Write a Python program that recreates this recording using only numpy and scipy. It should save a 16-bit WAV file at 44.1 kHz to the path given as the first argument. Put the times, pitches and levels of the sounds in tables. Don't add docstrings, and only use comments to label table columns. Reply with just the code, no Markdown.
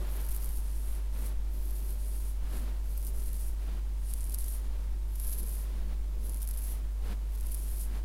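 import sys
import numpy as np
from scipy import signal
from scipy.fft import rfft, irfft, next_fast_len
from scipy.io import wavfile
from scipy.ndimage import uniform_filter1d

SR = 44100
rng = np.random.default_rng(int(sys.argv[2]) if len(sys.argv) > 2 else 0)


def wav_record(signal):
    frames = np.transpose(np.atleast_2d(signal))
    bounded = np.clip(frames, -1, 1)
    quanta = np.round(bounded * 32767).astype(np.int16)
    wavfile.write(sys.argv[1], SR, quanta)


N = 354828
TIME = np.arange(N) / SR

# frequency_hz, density_db (per Hz)
AIR_COLOUR = [(25, 8.5), (45, 1), (70, 5), (110, 0.5), (160, -3.5), (250, -5.5), (450, -16.5), (800, -16.5),
              (1400, -23), (3000, -26), (6000, -29), (11000, -29), (16000, -40)]
STRAND_COLOUR = [(2000, -14), (4500, 15.5), (7700, 1), (8800, -2), (11000, -1), (13400, -2.5), (15800, -9)]
SCRAPE_COLOUR = [(600, -32.5), (1500, -9), (2500, -6), (4500, -3), (7000, -2.5), (11000, -3), (16000, -2)]
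SLEEVE_COLOUR = [(80, 12), (200, 9.5), (450, 5.5), (600, 3.5), (950, 1), (1700, -3), (2250, -4.5),
                 (2700, -6), (4000, -8), (8000, -18.5), (16000, -24)]
SCALP_COLOUR = [(50, 13), (110, -14), (190, 1.5), (280, -1), (400, 0.5), (470, -5), (900, -15.5),
                (2500, -32.5)]
# frequency_hz, density_db (per Hz)
NUDGE_COLOUR = [(50, -22), (120, -1), (190, -12), (245, 6.5), (300, -15), (700, -20), (2000, -62)]

# frequency_hz, level_db (rms, about which it wavers)
FAN_TONES = [(100, -66), (175, -72.5), (349.8, -69), (496, -77.5), (589, -75.5), (909, -75.5), (950, -87.5),
             (991, -80.5)]
# frequency_hz, width_hz (of one filter pass)
STRAND_MODES = [(9500, 2000), (11200, 1900), (13000, 2300)]
# start_s, length_s, rise_s, level_db, growth_db (over the stroke),
# first_ring_hz, last_ring_hz, focus_db (on that ring)
STROKES = [(0.0, 0.57, 0.13, -50, 1, 12000, 12700, 3.5), (0.554, 0.4, 0.035, -58.5, 7.5, 9900, 10500, 3),
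           (1.114, 0.16, 0.13, -51.5, -5.5, 11200, 10900, -1),
           (1.475, .45, 0.06, -57.5, 5.5, 12500, 12500, 5), (1.948, 0.35, 0.056, -53, 0.5, 10100, 10900, 5),
           (2.465, 0.11, 0.11, -50.5, 2.5, 11000, 10700, 9), (2.778, 0.31, .12, -57, 2, 12400, 12000, 3),
           (3.122, 0.35, 0.023, -53, 4, 10800, 10400, 4), (3.999, 0.55, 0.11, -50, 3.5, 10300, 11100, 10),
           (5.113, 0.5, 0.13, -43.5, -5.5, 11700, 11220, 16), (6.196, .52, 0.042, -52, 7, 11200, 11400, 16),
           (7.287, 0.53, 0.092, -56.5, 9.5, 11400, 11000, 7)]
# centre_s, width_s, crackle_share (added, 0 to 1), extra_drag_db
TANGLES = [(.394, 0.44, 0.53, 0), (1.227, 0.22, 0.23, 8.5), (1.8, 0.36, 0.4, 2.5), (3.055, .1, 0.94, 8),
           (3.267, 0.24, .45, -1), (4.286, 0.32, 0.8, -2.5), (5.304, 0.51, 0.67, 1),
           (6.474, 0.34, 0.97, -3), (7.463, 0.36, 0.65, 1), (7.83, 0.069, 0, 4)]
# time_s, rise_s, hold_s, fall_s, sleeve_db (before cloth_db)
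SHIFTS = [(0.0, 0.14, 0.15, 0.14, -51), (0.372, 0.075, 0.13, 0.15, -59), (.92, .1, 0.061, .1, -58),
          (1.177, 0.048, 0.14, 0.021, -54), (2.517, 0.092, 0.11, 0.15, -51.5),
          (3.645, 0.066, .12, 0.048, -55.5), (4.653, 0.12, 0.16, .08, -58.5),
          (5.754, .2, 0.026, 0.072, -55), (5.91, .04, .02, 0.027, -57), (6.705, 0.073, 0.058, 0.068, -58),
          (7.092, 0.058, 0.028, 0.023, -47.5), (7.95, 0.045, .03, 0.028, -52)]
# centre_s, width_s, level_db (before pads_db)
PRESSES = [(0.013, 0.11, -47), (.55, 0.32, -56), (1.815, 0.93, -56.5), (3.166, 0.4, -51), (4.55, 0.24, -62),
           (5.438, 0.32, -52), (6.25, 0.24, -50), (7.55, 0.92, -58)]
# time_s, level_db (before SNAP_DB), ring_hz
STRAND_SNAPS = [(0.2738, -39, 12000), (0.288, -29, 12100), (0.3212, -30.5, 10530), (0.3474, -28.5, 11500),
                (0.3631, -25.5, 12400), (0.4438, -26.5, 11500), (0.4585, -28, 10800), (0.4906, -31, 11600),
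                (1.7789, -38, 12600), (2.9755, -27.5, 12700), (3.0487, -28, 11300), (3.0684, -25.5, 13000),
                (3.2365, -33, 11500), (3.3308, -30, 11800), (4.1366, -21.5, 10500), (4.2063, -30, 9880),
                (4.2116, -36, 10400), (4.2298, -34, 10100), (4.241, -29, 10300), (4.296, -30, 11000),
                (4.3254, -33, 9540), (4.34, -26, 11300), (4.3444, -21, 10900), (4.3858, -23.5, 11400),
                (4.3954, -34, 10800), (4.4424, -28, 10900), (4.4816, -25.5, 11400), (5.1564, -29.5, 11500),
                (5.198, -25.5, 10800), (5.2472, -27, 10900), (5.2689, -26, 11500), (5.295, -27, 11500),
                (5.3837, -30, 11400), (6.2943, -28, 10500), (6.344, -28, 10700), (6.371, -32, 10300),
                (6.4183, -27, 11700), (6.4285, -27, 11200), (6.4424, -37, 11600), (6.4744, -24.5, 11400),
                (6.4877, -25.5, 11700), (6.5101, -26.5, 11400), (6.573, -30, 10600), (6.6218, -31, 11600),
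                (7.4087, -30.5, 10200), (7.4679, -31, 11700), (7.5445, -23.5, 10800)]
# centre_s, width_s, level_db, ring_hz
NUDGES = [(1.206, 0.064, -55, 238), (2.61, 0.15, -50.5, 247), (3.76, 0.16, -59.5, 199),
          (5.862, 0.27, -52, 201), (7.116, 0.051, -45, 204), (7.927, 0.044, -49.5, 240)]

HUM_HZ = 49.96
HUM_DB, AIR_DB, DRAUGHT_DB = -32.5, -52.5, -39
TOUCH_DB, RELEASE_DB_PER_S = -16.5, 228
FOCUS_AT_END = 0.3
JERK_DB, JERKS_PER_S = 4, 66
GRAZE_DB, SHIFT_PADS_DB = -10.5, -7
SLEEVE_REST_DB, SLEEVE_STROKE_DB = -61, -17.5
PADS_REST_DB = -64.5
SNAP_DB = 0.5
SNAP_PEAK_S = .0012
BUNCH_S, BUNCH_LAG_S, BUNCH_DB, BUNCH_FOCUS_DB = 0.015, .002, -23, -2
STALL_S, STALL_DB = 0.02, -0.5
NUDGE_RING_HZ = 245
TOP_HZ = 15800


def undb(db):
    return 10 ** (np.asarray(db) / 20)


def unit(x):
    return x / np.sqrt(np.mean(x ** 2))


def colour(x, points):
    hz, db = np.transpose(points)
    size = next_fast_len(N + 4096)
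    bins = np.maximum(np.fft.rfftfreq(size, 1 / SR), 1)
    gain = unit(undb(np.interp(np.log(bins), np.log(hz), db)))
    return irfft(rfft(x, size) * gain, size)[:N]


def walk(rate):
    hold = max(int(SR / rate), 2)
    held = rng.standard_normal(N)[np.arange(N) // hold]
    return unit(uniform_filter1d(uniform_filter1d(held, hold), hold))


def during(start, end):
    return slice(int(max(start - .15, 0) * SR), int((end + .15) * SR))


def swell(s, rise, fall, hold=0):
    out = np.zeros(N)
    on = during(s - 2 * rise, s + hold + 2 * fall)
    age = TIME[on] - s
    before, after = np.minimum(age, 0), np.maximum(age - hold, 0)
    out[on] = np.exp(-(before / rise) ** 2 - (after / fall) ** 2)
    return out


def slips(per_second, spread_db):
    fires = rng.random(N) < per_second / SR
    size = undb(spread_db * np.minimum(rng.exponential(size=N), 3.5))
    return unit(fires * size * np.sign(rng.standard_normal(N)))


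def resonate(x, hz, width):
    b, a = signal.iirpeak(min(hz, .45 * SR), hz / width, fs=SR)
    return signal.lfilter(b, a, signal.lfilter(b, a, x))


def fan():
    hum = np.sqrt(2) * undb(HUM_DB) * np.sin(2 * np.pi * HUM_HZ * TIME)
    turning = TIME + np.cumsum(0.00051 * walk(rate=1.97)) / SR
    tones = 0
    for hz, db in FAN_TONES:
        level = np.sqrt(2) * undb(db + 2.4 * walk(rate=5))
        tones = tones + level * np.sin(2 * np.pi * (hz * turning + rng.random()))
    air = colour(rng.standard_normal(N), AIR_COLOUR) * undb(AIR_DB + 0.11 * walk(rate=2.8))
    slow_band = signal.butter(2, [1.5, 12], "bandpass", fs=SR, output="sos")
    buffets = signal.sosfilt(slow_band, rng.standard_normal(N))
    return hum + tones + air + undb(DRAUGHT_DB) * unit(buffets)


def shares(ring_hz, focus_db):
    mode_hz = np.array(STRAND_MODES)[:, :1]
    spacing_hz = np.mean(np.diff(mode_hz[:, 0]))
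    power = undb(-focus_db * ((mode_hz - ring_hz) / spacing_hz) ** 2) ** 2
    return power / power.sum(axis=0)


def strokes():
    power = np.zeros((len(STRAND_MODES), N))
    for start, length, rise, db, growth_db, first_hz, last_hz, focus_db in STROKES:
        on = during(start, start + length)
        age = TIME[on] - start
        along = np.clip(age / length, 0, 1)
        off_hair_s = np.maximum(-age, 0) + np.maximum(age - length, 0)
        touch_db = TOUCH_DB * np.clip(1 - age / rise, 0, 1)
        level_db = db + growth_db * along + touch_db - RELEASE_DB_PER_S * off_hair_s
        ring_hz = first_hz + (last_hz - first_hz) * along
        power[:, on] += undb(level_db) ** 2 * shares(ring_hz, focus_db * FOCUS_AT_END ** along)
    return power


def shifting():
    return sum(undb(db) * swell(s, rise, fall, hold) for s, rise, hold, fall, db in SHIFTS)


def snagging():
    share, drag_db = np.full(N, .03), np.zeros(N)
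    for s, length, part, db in TANGLES:
        on = during(s - length / 2, s + length / 2)
        inside = np.exp(-(2 * (TIME[on] - s) / length) ** 4)
        share[on] += part * inside
        drag_db[on] += db * inside
    share = np.clip(share, 0, .85)
    return share, undb(drag_db + JERK_DB * share * walk(rate=JERKS_PER_S))


def catches():
    return unit(slips(per_second=1100, spread_db=3.8) * undb(2 * walk(rate=90)))


def bunches():
    power = np.zeros((len(STRAND_MODES), N))
    for s, db, hz in STRAND_SNAPS:
        on = during(s, s)
        burst = undb(db + BUNCH_DB) * swell(s + BUNCH_LAG_S, BUNCH_S / 2, BUNCH_S / 2)[on]
        power[:, on] += burst ** 2 * shares(hz, BUNCH_FOCUS_DB)
    return power


def stalls():
    taut = sum(swell(s - STALL_S / 2, STALL_S / 2, STALL_S / 2) for s, _, _ in STRAND_SNAPS)
    return undb(STALL_DB * np.minimum(taut, 1))


def hair(stroking, hiss_db=-1.56, chatter_db=1.0, scrape_db=-34.5, rest_db=-68):
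    snag, drag = snagging()
    catching = catches()
    loose = (undb(GRAZE_DB) * shifting()) ** 2 + undb(rest_db) ** 2
    power = stroking * (drag * stalls()) ** 2 + bunches() + loose / len(STRAND_MODES)
    weights = np.sqrt(power)
    total = np.linalg.norm(weights, axis=0)
    slide_db = 20 * np.log10(total)
    chatter = undb(chatter_db * walk(rate=58))
    smooth_part, snag_part = np.sqrt(1 - snag), np.sqrt(snag)
    ring = 0
    for (hz, width), weight in zip(STRAND_MODES, weights / total):
        sliding = slips(per_second=8800, spread_db=7.5) * chatter
        plucks = catching * np.sign(rng.standard_normal(N))
        friction = smooth_part * sliding + snag_part * plucks
        ring = ring + weight * unit(resonate(friction, hz, width))
    hiss = unit(colour(ring, STRAND_COLOUR)) * undb(slide_db + hiss_db)
    grip = smooth_part * slips(per_second=9500, spread_db=2.5) + snag_part * catching
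    scrape = colour(grip, SCRAPE_COLOUR) * undb(0.44 * slide_db + scrape_db)
    return hiss + scrape


def hand(stroking, cloth_db=1.5, pads_db=1.76):
    shift = shifting()
    stroke = np.sqrt(stroking.sum(axis=0))
    sleeve = np.sqrt(shift ** 2 + (undb(SLEEVE_STROKE_DB) * stroke) ** 2 + undb(SLEEVE_REST_DB) ** 2)
    press = sum(undb(db) * swell(s, length / 2, length / 2) for s, length, db in PRESSES)
    pressure = np.sqrt(press ** 2 + (undb(SHIFT_PADS_DB) * shift) ** 2 + undb(PADS_REST_DB) ** 2)
    cloth = colour(slips(per_second=6000, spread_db=1.0), SLEEVE_COLOUR) * undb(1.1 * walk(rate=40))
    pads = colour(slips(per_second=2500, spread_db=3.5), SCALP_COLOUR) * undb(1.6 * walk(rate=25))
    return cloth * sleeve * undb(cloth_db) + pads * pressure * undb(pads_db)


def snaps(rise_s=0.00013, ring_s=.00012, low_hz=4900, low_db=-16, flutter_s=0.0024, flutter_db=-18):
    out, t = np.zeros(N + 512), np.arange(512) / SR
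    pluck = (1 - np.exp(-t / rise_s)) ** 3 * np.exp(-t / ring_s)
    pluck = pluck / pluck.max()
    for s, db, hz in STRAND_SNAPS:
        noise = rng.standard_normal(len(t))
        stiffness = 1 + .1 * noise[-1]
        modes = np.sin(2 * np.pi * hz * t) + undb(low_db) * np.sin(2 * np.pi * low_hz * stiffness * t)
        flutter = unit(resonate(noise, hz, width=7800.0)) * np.exp(-t / flutter_s)
        start = int(np.clip((s + SNAP_PEAK_S) * SR - np.argmax(pluck), 0, N))
        out[start:start + len(t)] += undb(db + SNAP_DB) * (pluck * modes + undb(flutter_db) * flutter)
    return out[:N]


def nudges():
    noise = rng.standard_normal(N)
    out = np.zeros(N)
    for s, length, db, hz in NUDGES:
        spectrum = np.array(NUDGE_COLOUR) * [hz / NUDGE_RING_HZ, 1]
        out += undb(db) * swell(s, length / 2, length / 2) * colour(noise, spectrum)
    return out


def scene():
    stroking = strokes()
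    return (fan() + hair(stroking) + hand(stroking) + snaps() + nudges())[None]


def record(dry):
    return signal.sosfilt(signal.ellip(10, .2, 70, TOP_HZ, fs=SR, output="sos"), dry)


dry = scene()
out = record(dry)
wav_record(out)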